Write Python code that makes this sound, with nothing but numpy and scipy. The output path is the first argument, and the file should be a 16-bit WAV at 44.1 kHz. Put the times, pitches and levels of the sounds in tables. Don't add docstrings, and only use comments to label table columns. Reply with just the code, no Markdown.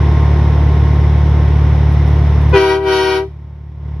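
import sys
import numpy as np
from scipy import signal
from scipy.fft import rfft, irfft
from scipy.io import wavfile
from scipy.ndimage import uniform_filter1d, minimum_filter1d

SR = 44100
rng = np.random.default_rng(int(sys.argv[2]) if len(sys.argv) > 2 else 0)


def generate_wav(signal):
    frames = np.transpose(np.atleast_2d(signal))
    scaled = np.clip(frames, -1, 1) * 32767
    pcm = np.round(scaled).astype(np.int16)
    wavfile.write(sys.argv[1], SR, pcm)


N = 176400
T = np.arange(N) / SR
CUTOFF_HZ = 16500

# time in seconds, pressure in dB.
PRESSURE = [(2.52, -3), (2.56, -1), (2.62, -0.68), (2.725, -0.52), (2.76, -1.5), (2.80, -5), (2.835, -4.4),
            (2.88, -0.9), (2.935, .5), (2.98, 0.5), (3.165, 0.2), (3.2, -2), (3.24, -6.5), (3.27, -15),
            (3.3, -32), (3.34, -70)]
# pitch in Hz, start in seconds, rise time in seconds,
# level of the lowest tone in dB, extra dB lost for each dB the pressure drops.
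TRUMPETS = [(317.7, 2.545, 0.029, -11, 0), (384.6, 2.531, 0.044, 5, 0), (483.4, 2.523, .018, -10, .8)]


def horn():
    # one trumpet's overtone levels in dB, from twice its pitch upwards.
    overtones = [
        [-10.5, -5.5, -16.5, -16, -17.5, -20, -26, -20, -20, -28, -29, -33, -33.5],
        [-9.5, -16.5, -13.5, -15.5, -11.5, -21, -14, -25, -19, -23.5, -21.5, -30, -23.5, -27],
        [-10.5, -11, -18.5, -13, -21.5, -22.5, -28.5, -26, -31, -31.5, -35, -32, -35],
    ]
    # frequency in Hz, level in dB.
    top_tones = [(4500, -34.5), (5800, -28), (6700, -51.5), (8000, -65), (9500, -38), (11500, -48.5),
                 (13000, -50.5), (15500, -67)]
    sharp_per_db, most_sharp, sag_per_s = .003, .014, .01
    settle_s, brassiness = .045, .65
    blown = (T > PRESSURE[0][0]) & (T < PRESSURE[-1][0])
    t, out = T[blown], np.zeros((2, N))
    pressure_db = in_time(PRESSURE, t)
    bend = 1 + np.minimum(-sharp_per_db * pressure_db, most_sharp) - sag_per_s * (t - t[0])
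    for (pitch_hz, start, rise, first_db, extra_loss), upper_db in zip(TRUMPETS, overtones):
        age, levels = np.maximum(t - start, 0), [first_db, *upper_db]
        settling = (.03 + .011 * drift(170, t)) * np.exp(-age / settle_s)
        unsteady = settling + .0015 * drift(150, t) + .0008 * drift(9.7, t)
        phase = 2 * np.pi * np.cumsum(pitch_hz * (bend + unsteady)) / SR
        for k in range(1, int(CUTOFF_HZ / pitch_hz)):
            hz = k * pitch_hz
            db = levels[k - 1] if k <= len(levels) else at_hz(top_tones, hz) + 3 * rng.uniform(-1.7, 1.65)
            steepness = min((hz / TRUMPETS[1][0]) ** brassiness + extra_loss, 5.5)
            build_s = .004 * hz / 1000
            onset = np.minimum(age / rise, 1) * (1 - np.exp(-age / build_s))
            out[:, blown] += onset * from_db(db + steepness * pressure_db) * horn_tone(k * phase, hz, t)
    return out


def horn_tone(phase, hz, t):
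    # frequency in Hz, left minus right level in dB.
    balance = [(380, 2.6), (700, 4.5), (1290, 4.5), (2380, 2), (4400, .7)]
    height = np.sqrt(hz / 1000)
    sides = np.array([[1], [-1]])
    phase_gap = min(.34 * height ** 1.67, 1.7)
    direct = np.exp(.5j * sides * phase_gap * rng.choice([1, -1]))
    scatter = .34 * height * min(height, 1) ** 2
    echoes = np.array([drift(16.3, t) + 1j * drift(16.3, t) for _ in sides]) / np.sqrt(2)
    wave = (direct + scatter * echoes) * np.exp(1j * (phase + 2 * np.pi * rng.random()))
    return wave.real * np.sqrt(2 / (1 + scatter ** 2)) * from_db(sides * at_hz(balance, hz) / 2)


def air_rasp(level_db=-13.5, steepness=3.6):
    # frequency in Hz, relative level in dB.
    rasp = [(150, -18), (400, -5), (1000, -2.5), (1800, -5), (3000, -4.5), (5600, -13.5), (6800, -36),
            (8000, -42), (10500, -16), (12500, -26.5), (15500, -50)]
    start, rise = TRUMPETS[1][1:3]
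    onset = np.clip((T - start) / rise, 0, 1) ** 2
    level = onset * from_db(level_db + steepness * in_time(PRESSURE))
    return level * shape_noise(rasp, rng.standard_normal((2, N)))


def cab_ring(x, level_db=-13.5, ring_s=.32, above_hz=1800):
    t = T[:SR // 4]
    tail = rng.standard_normal((2, len(t))) * from_db(-60 * t / ring_s)
    treble = signal.butter(2, above_hz, "high", fs=SR, output="sos")
    tail = signal.sosfilt(treble, rms_one(tail) / np.sqrt(len(t)))
    return x + from_db(level_db) * signal.fftconvolve(x, tail, axes=1)[:, :N]


def engine(cycles, waver_db=1.5):
    # vibrations per engine cycle, level in dB.
    exhaust_tones = [(3, -37), (5, -37.5), (6, -10.5), (8, -33.5), (9, -17.5), (10, -28.5), (12, -17.5),
                     (15, -33.5), (18, -35)]
    gear_tones = [(21, -40), (24, -38.5), (28, -37.5), (30, -36.5), (33, -42.5), (35, -39.5), (58, -43.5),
                  (64, -43), (69, -40.5), (75, -41), (77, -44), (87, -41)]
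    # time in seconds, added level in dB.
    whine_fade = [(0, 2.5), (1.1, -1), (1.8, -5.5), (4, -5)]
    boom = sum(from_db(db) * np.sin(2 * np.pi * k * cycles) for k, db in exhaust_tones)
    whine = 0
    for k, db in gear_tones:
        whine += from_db(db + waver_db * drift(2)) * np.sin(2 * np.pi * (k * cycles + rng.random()))
    return np.sqrt(2) * (boom + from_db(in_time(whine_fade)) * whine)


def road(cycles, throb_depth=.084, shake_db=-5.5):
    # frequency in Hz, relative level in dB.
    rumble = [(25, -7), (60, 3), (120, 5.5), (200, -1), (400, -1.5), (560, -7.5), (920, -8.5), (1200, -13),
              (1650, -17), (1980, -12.5), (2600, -23), (3650, -22.5), (4500, -33), (5500, -26.5),
              (6600, -39.5), (8000, -69.5), (9500, -40.5), (11000, -45), (13000, -55.5), (16000, -70)]
    shake = [(30, -12.5), (60, -0.5), (160, -5.5), (230, -7), (400, -0.5), (560, -9), (900, -4),
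             (1200, -14), (2000, -18), (4000, -37.5), (8000, -66.5)]
    # time in seconds, level in dB.
    loudness = [(0, -23), (1.2, -24.5), (1.8, -24.5), (2.5, -24.5), (4, -29.5)]
    cycle_samples = int(SR / cycles[-1] * T[-1])
    repeating = rng.standard_normal((2, cycle_samples))[:, (cycles % 1 * cycle_samples).astype(int)]
    throb = 1 + throb_depth * np.cos(6 * np.pi * cycles)
    noise = shape_noise(rumble, rng.standard_normal((2, N)) * throb)
    return from_db(in_time(loudness)) * (noise + from_db(shake_db) * shape_noise(shake, repeating))


def rattles_and_ticks(fade_s=.017):
    # start in seconds, level in dB.
    hits = [(1.925, -50), (2.075, -47.5), (2.125, -52), (2.415, -49.5), (2.495, -47)]
    # frequency in Hz, relative level in dB.
    colour = [(1000, -11.5), (3000, -1.5), (6000, -3), (8000, -18), (10500, -1), (15000, -17)]
    level = sum(from_db(db) * (T > start) * np.exp(-np.abs(T - start) / fade_s) for start, db in hits)
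    return level * shape_noise(colour, rng.standard_normal((2, N)))


def shape_noise(spectrum, white):
    # frequency in Hz, likeness from 0 to 1 (identical).
    likeness = [(130, .9999), (290, 1), (640, 0.87), (1410, 0.63), (3100, 0.65), (6820, 0.049),
                (15000, 0.36)]
    hz = np.arange(N // 2 + 1) * SR / N
    alike = at_hz(likeness, hz)
    mid, side = rfft(white) * from_db(at_hz(spectrum, hz)) * np.sqrt([1 + alike, 1 - alike])
    return rms_one(irfft([mid + side, mid - side], N))


def drift(rate, t=T):
    step = 40
    r = np.exp(-2 * np.pi * step * rate / SR)
    slow = signal.lfilter([1], [1, -2 * r, r * r], rng.standard_normal(len(t) // step + 2002))[2000:]
    return np.interp(np.arange(len(t)) / step, np.arange(len(slow)), rms_one(slow))


def from_db(db):
    return 10 ** (np.asarray(db) / 20)


def rms_one(x):
    return x / np.sqrt(np.mean(x ** 2) + 1e-20)


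def in_time(rows, t=T):
    return np.interp(t, *np.transpose(rows))


def at_hz(rows, hz):
    freqs, values = np.transpose(rows)
    return np.interp(np.log(np.maximum(hz, 1)), np.log(freqs), values)


def scene():
    # time in seconds, turns per minute.
    speed = [(0, 1466), (.9, 1469.5), (2.1, 1466), (4, 1459.5)]
    first_firing_s = .012
    cycles = (np.cumsum(in_time(speed)) / SR - first_firing_s * speed[0][1]) / 120
    return engine(cycles) + road(cycles) + rattles_and_ticks() + cab_ring(horn() + air_rasp())


def gain_control(x, above_hz=1223, threshold_db=-19.5, attack_s=.017):
    hold_s, release_db_per_s, lasting_share = .61, 57, .62
    treble = signal.sosfilt(signal.butter(2, above_hz, "high", fs=SR, output="sos"), x)
    power = uniform_filter1d(np.mean(treble ** 2, axis=0), size=700)
    excess_db = np.maximum(10 * np.log10(np.abs(power) + 1e-12) - threshold_db, 0)
    half_hold = int(hold_s * SR / 2)
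    held = -minimum_filter1d(-excess_db, 2 * half_hold + 1, origin=half_hold, mode="nearest")
    released = np.maximum.accumulate(held + release_db_per_s * T) - release_db_per_s * T
    cut_db = np.maximum(released, lasting_share * np.maximum.accumulate(excess_db))
    smoothing = np.exp(-1 / (attack_s * SR))
    return x * from_db(-signal.lfilter([1 - smoothing], [1, -smoothing], cut_db))


def record(dry, hiss_db=-77.5):
    # frequency in Hz, relative level in dB.
    hiss = [(200, 0), (3000, 0), (6000, -3), (8000, -7), (11000, -5.5), (15500, -9)]
    x = gain_control(dry * np.minimum(T / .003, 1))
    x = x / (1 + x ** 4) ** (1 / 4)
    x = x + from_db(hiss_db) * shape_noise(hiss, rng.standard_normal((2, N)))
    return signal.sosfilt(signal.cheby2(12, 70, CUTOFF_HZ, fs=SR, output="sos"), x)


dry = scene()
out = record(dry)
generate_wav(out)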